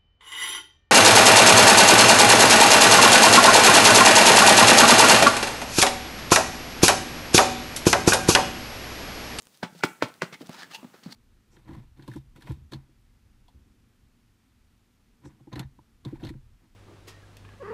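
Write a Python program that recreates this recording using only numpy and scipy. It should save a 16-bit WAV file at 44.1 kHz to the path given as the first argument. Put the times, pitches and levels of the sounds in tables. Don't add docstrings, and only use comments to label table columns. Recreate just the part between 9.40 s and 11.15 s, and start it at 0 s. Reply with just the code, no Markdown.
import sys
import numpy as np
from scipy import signal
from scipy.io import wavfile
from scipy.ndimage import uniform_filter1d

SR = 44100
rng = np.random.default_rng(int(sys.argv[2]) if len(sys.argv) > 2 else 0)


def generate_wav(sig):
    pcm = np.round(np.clip(np.atleast_2d(sig).T, -1, 1) * 32767).astype(np.int16)
    wavfile.write(sys.argv[1], SR, pcm)


N = 77175


def amp(db):
    return 10 ** (np.asarray(db) / 20)


def unit_rms(x):
    return x / np.sqrt(np.mean(x ** 2) + 1e-20)


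def curve_at(points, hz):
    f, value = np.transpose(points)
    return np.interp(np.log(hz + 1), np.log(f), value)


def add(mix, at_s, sound):
    part = mix[max(round(at_s * SR), 0):][:len(sound)]
    part += sound[:len(part)]


def impulse(eq, bell_hz=1000, bell_db=0, octaves=1, treble_db=0, size=4096):
    hz = abs(np.fft.fftfreq(size, 1 / SR)) + 1
    bell = bell_db / (1 + (np.log2(hz / bell_hz) / octaves) ** 2)
    shelf = treble_db * hz / (hz + 3000)
    log_gain = np.log(amp(curve_at(eq, hz) + bell + shelf))
    click = np.fft.ifft(np.exp(np.conj(signal.hilbert(log_gain)))).real[:size // 2]
    return click / np.linalg.norm(click)


def through(x, response):
    return signal.fftconvolve(x, response)[:len(x)]


def burst(eq, decay_s, size=6000):
    t = np.arange(size) / SR
    return through(rng.choice([-1., 1.], size) * np.exp(-t / decay_s), impulse(eq))


def resonate(x, hz, width_hz):
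    carrier = np.exp(2j * np.pi * np.cumsum(hz) / SR)
    pole = np.exp(-np.pi * width_hz / SR)
    return 2 * (carrier * signal.lfilter([1 - pole], [1, -pole], x / carrier)).real


# (f/Hz, level/dB)
ROOM_TONE_EQ = [(25, -9), (60, -5), (130, 8.5), (250, 11), (600, 4), (1500, 0), (3000, -2), (6000, -1),
                (10000, -5.5), (15000, -6)]


def room_tone(level_db=-63):
    return amp(level_db) * through(rng.standard_normal(N), impulse(ROOM_TONE_EQ))


# (f/Hz, t60/s)
REVERB_T60 = [(100, 0.29), (260, 0.12), (700, 0.27), (1800, 0.33), (5000, 0.17), (8000, 0.45),
              (14000, 0.49)]
# (f/Hz, level/dB)
REVERB_EQ = [(50, -27), (170, 7.5), (500, 3), (1400, -1.5), (3000, 3.5), (7000, 3), (15000, 7)]
# (f/Hz, level/dB, t60/s)
REVERB_MODES = [(184, -66, 0.23), (327, -71.5, 0.21), (872, -57, 0.17), (1340, -67.5, 0.45),
                (1455, -63, 0.17)]


def room_reverb(dry, tail_db=-8.5, predelay_s=0.006):
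    reflections = rng.standard_normal(SR // 2) * (rng.random(SR // 2) < 4000 / SR)
    hz, t, spectrum = signal.stft(reflections, SR, nperseg=256)
    fade_db = 60 * t / curve_at(REVERB_T60, hz)[:, None]
    spectrum *= amp(curve_at(REVERB_EQ, hz)[:, None] - fade_db)
    tail = signal.istft(spectrum, SR, nperseg=256)[1]
    t = np.arange(len(tail)) / SR
    modes = sum(amp(db - 60 * t / t60) * np.sin(2 * np.pi * f * t) for f, db, t60 in REVERB_MODES)
    out = np.zeros(N)
    add(out, predelay_s, through(dry, amp(tail_db) * tail / np.linalg.norm(tail) + modes))
    return out


# (f/Hz, level/dB)
RUSTLE_EQ = [(30, -48), (80, -8.5), (170, 8.5), (300, 3.5), (500, -3.5), (1500, -6), (4000, -14),
             (15000, -52)]


def body_rustle(level_db=-59.5, start_s=0.05, fade_in_s=0.83, lumps_db=4.5):
    hiss, weight = rng.standard_normal((2, N))
    lumps = amp(lumps_db * unit_rms(uniform_filter1d(weight, size=700)))
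    effort = np.clip((np.arange(N) / SR - start_s) / fade_in_s, 0, 1)
    return amp(level_db) * effort * unit_rms(through(hiss * lumps, impulse(RUSTLE_EQ)))


# (t/s, peak level/dB)
TICK_CUES = [(.0214, -40), (0.03, -45), (0.055, -43), (0.0704, -34.5), (0.174, -40.5), (.4402, -22),
             (0.4528, -25.5), (0.685, -40), (.690, -42), (0.7409, -37.5), (0.8205, -29.5), (1.0615, -40.5),
             (1.071, -36), (1.0944, -32.5)]
# (f/Hz, level/dB)
TICK_EQ = [(100, 3), (1000, -3.5), (3000, 2.5), (7000, 4), (11000, -1.5), (15000, -8)]


def fibre_ticks(crackle_per_s=130, crackle_db=-68):
    sizes = amp(1.5 * np.minimum(rng.exponential(1, N), 4))
    crackle = sizes * (rng.random(N) < crackle_per_s / SR)
    out = amp(crackle_db) * through(crackle, impulse(TICK_EQ))
    for at_s, db in TICK_CUES:
        snap = burst(TICK_EQ, decay_s=0.00036)
        add(out, at_s, amp(db) * snap / abs(snap).max())
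    return out


# (peak t/s, rise/s, fall/s, level/dB, bell f/Hz, bell gain/dB,
# treble shelf/dB, hollow ring re stroke/dB)
SCUFF_CUES = [(.145, 0.017, 0.032, -61.5, 3600, 3, 23, -13), (.394, 0.034, 0.018, -52, 4970, -2, 18, -13),
              (0.41, 0.0055, 0.0023, -47.5, 1460, 18, -6, -5),
              (0.694, 0.0062, .006, -50.5, 1100, 5, -27, 4.5),
              (.9285, 0.0017, 0.0062, -36, 2170, 10, -9.5, -35),
              (0.945, 0.0095, 0.0062, -39, 2100, 15, -4, -18),
              (1.018, 0.0094, 0.0067, -49, 5700, -1, 24, -27), (1.066, 0.0035, 0.01, -55, 6100, 6, 25, -20),
              (1.143, 0.037, 0.034, -47, 1400, 5, 1.5, -6.5), (1.195, 0.015, 0.021, -46, 4270, 4.5, 1, -8),
              (1.233, 0.034, 0.013, -40.5, 1695, 12, -6, -18), (1.315, 0.0073, 0.02, -48, 1740, 8, 3, -20),
              (1.355, 0.018, 0.0069, -36.5, 2800, 13.5, 16.5, -8.5),
              (1.387, 0.0067, 0.048, -63, 1030, 2, -11, 5),
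              (1.544, .008, 0.038, -54.5, 1400, 6.5, -15, -19),
              (1.635, 0.0015, 0.025, -48.5, 4400, 4.5, 2, -31), (1.701, .02, 0.012, -53, 1190, 2, -35, -8),
              (1.728, 0.011, 0.0026, -41.5, 4440, 5.5, 17, -13.5)]
# (f/Hz, level/dB)
SCUFF_EQ = [(50, -45), (170, 0.5), (450, -3.5), (850, -6.5), (1200, 3.5), (2500, -2), (4500, 0.5),
            (8000, -12), (15000, -23.5)]


def cloth_scuffs(grain_db=3, hollow_hz=897, glide_octaves=0.43, glide_s=0.042):
    out, t = np.zeros(N), np.arange(N) / SR
    for at_s, rise_s, fall_s, db, bell_hz, bell_db, treble_db, hollow_db in SCUFF_CUES:
        hiss, grip = rng.standard_normal((2, N))
        roughness = amp(grain_db * unit_rms(uniform_filter1d(grip, size=90)))
        grains = unit_rms(hiss * roughness)
        stroke = amp(db) * np.exp(-np.maximum((at_s - t) / rise_s, (t - at_s) / fall_s))
        cloth = impulse(SCUFF_EQ, bell_hz, bell_db, octaves=0.18, treble_db=treble_db)
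        out += through(grains * stroke, cloth)
        ring_hz = hollow_hz * 2 ** (glide_octaves * np.tanh((t - at_s) / glide_s))
        out += amp(hollow_db) * stroke * unit_rms(resonate(grains, ring_hz, width_hz=120))
    return out


# (t/s, level/dB, start f/Hz, end f/Hz, rise/s, decay/s, pat level/dB)
THUD_CUES = [(.2325, -22, 247, 153, 0.002, 0.007, -36), (0.3242, -42.5, 248, 141, 0.0034, 0.0052, -53.5),
             (.350, -44.5, 219, 167, 0.012, 0.012, -48.5), (.393, -58, 305, 122, 0.0062, 0.033, -51.5),
             (0.4376, -15.5, 367, 282, 0.0025, 0.0047, -27), (0.441, -21, 205, 150, 0.0034, 0.0048, -37),
             (0.6239, -24.5, 395, 225, 0.0034, 0.0082, -26), (.630, -32, 152, 112, 0.007, 0.0059, -37),
             (0.828, -28, 279, 105, 0.0041, 0.0054, -31.5), (.926, -40, 228, 134, 0.0027, 0.0058, -46.5),
             (1.0084, -33, 396, 163, 0.0019, 0.0053, -40), (1.026, -38, 404, 223, 0.00067, 0.0031, -43),
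             (1.0928, -30, 245, 140, 0.0014, 0.0057, -37), (1.389, -52, 266, 182, .003, 0.029, -52),
             (1.43, -45.5, 320, 215, 0.00079, 0.011, -43), (1.4452, -36, 273, 170, 0.0041, 0.0041, -42),
             (1.540, -57, 296, 163, 0.0059, 0.018, -43.5), (1.6605, -28.5, 298, 125, 0.0025, 0.01, -43),
             (1.691, -48, 406, 233, 0.0035, 0.031, -51)]
# (f/Hz, level/dB)
PAT_EQ = [(30, -11.5), (80, -32.5), (160, 3), (500, 1), (1200, -13), (2200, -20), (5000, -29.5),
          (15000, -50.5)]


def floor_thuds(pitch_drop_s=0.0092, knock_over_pat_db=3, low_cut_hz=70):
    out, t = np.zeros(N), np.arange(SR // 6) / SR
    knock = impulse(PAT_EQ)
    for at_s, db, start_hz, end_hz, rise_s, decay_s, pat_db in THUD_CUES:
        hz = end_hz + (start_hz - end_hz) * np.exp(-t / pitch_drop_s)
        envelope = (1 - np.exp(-(t / rise_s) ** 2)) * np.exp(-t / decay_s)
        body = envelope / envelope.max() * np.sin(2 * np.pi * np.cumsum(hz) / SR)
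        add(out, at_s, amp(db) * body)
        add(out, at_s, amp(pat_db) * burst(PAT_EQ, decay_s=0.0071))
        add(out, at_s, amp(pat_db + knock_over_pat_db) * knock / abs(knock).max())
    return signal.sosfilt(signal.butter(1, low_cut_hz, "high", fs=SR, output="sos"), out)


def air_whip(t, whip_hz, rise_s=0.0045, width_hz=660):
    hz = np.full(N, whip_hz)
    air = resonate(rng.standard_normal(N), hz, width_hz)
    air = resonate(air, hz, width_hz)
    return unit_rms(air) * np.exp(-abs(t) / rise_s) * (t < 0)


# (f/Hz, level/dB)
CRUNCH_EQ = [(40, -25.5), (150, -2.5), (500, -2.5), (1000, 0), (1800, -4.5), (2800, -5), (5000, -11.5),
             (8000, -21), (15000, -34)]


def fibre_crunch(t, decay_s, treble_db, fringe_s=0.0014):
    envelope = np.exp(-np.maximum(-t / fringe_s, t / decay_s))
    contacts = rng.choice([-1., 1.], N) * envelope
    return through(contacts, impulse(CRUNCH_EQ, treble_db=treble_db))


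SLAP_CUES = [(0.23, -22.5, 1620, 0.001886, 1.44, 0.00425, -1.1, -28, 0.015, -10, 1570),
             (.4367, -4, 1480, .0017, -0.62, 0.0035, 0.63, -23, 0.011, 8, 2180),
             (.6243, -6, 926, 0.002112, 0.52, 0.0067, 0.29, -26.5, 0.016, -1, 1850),
             (0.8206, -10, 1750, .00193, 0.69, 0.011, 0.28, -32.5, 0.018, 3.5, 2130)]
# (f/Hz, level/dB)
SLAP_EQ = [(40, -27.5), (150, -9), (400, 3.5), (900, -2), (1500, -1), (2300, -7), (2900, -19),
           (4000, -14.5), (5200, -20.5), (8000, -31), (15000, -62)]


def rope_slaps(whip_re_knot_db=-24.5):
    out, t = np.zeros(N), np.arange(N) / SR
    for (at_s, knot_db, ring_hz, rope_s, rope_gain, end_s, end_gain,
         crunch_db, decay_s, treble_db, whip_hz) in SLAP_CUES:
        crack = impulse(SLAP_EQ, ring_hz, bell_db=5, octaves=0.33, treble_db=treble_db)
        for delay_s, gain in (0, 1), (rope_s, rope_gain), (end_s, end_gain):
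            add(out, at_s + delay_s, gain * amp(knot_db) * crack / abs(crack).max())
        out += amp(crunch_db) * fibre_crunch(t - at_s, decay_s, treble_db)
        out += amp(knot_db + whip_re_knot_db) * air_whip(t - at_s, whip_hz)
    return out


def scene():
    foley = rope_slaps() + floor_thuds() + cloth_scuffs() + body_rustle() + fibre_ticks()
    return (foley + room_reverb(foley) + room_tone())[None]


def record(dry, high_cut_hz=15700):
    lowpass = signal.firwin(401, high_cut_hz, window=("kaiser", 8), fs=SR)
    return signal.oaconvolve(dry, lowpass[None], "same")


dry = scene()
out = record(dry)
generate_wav(out)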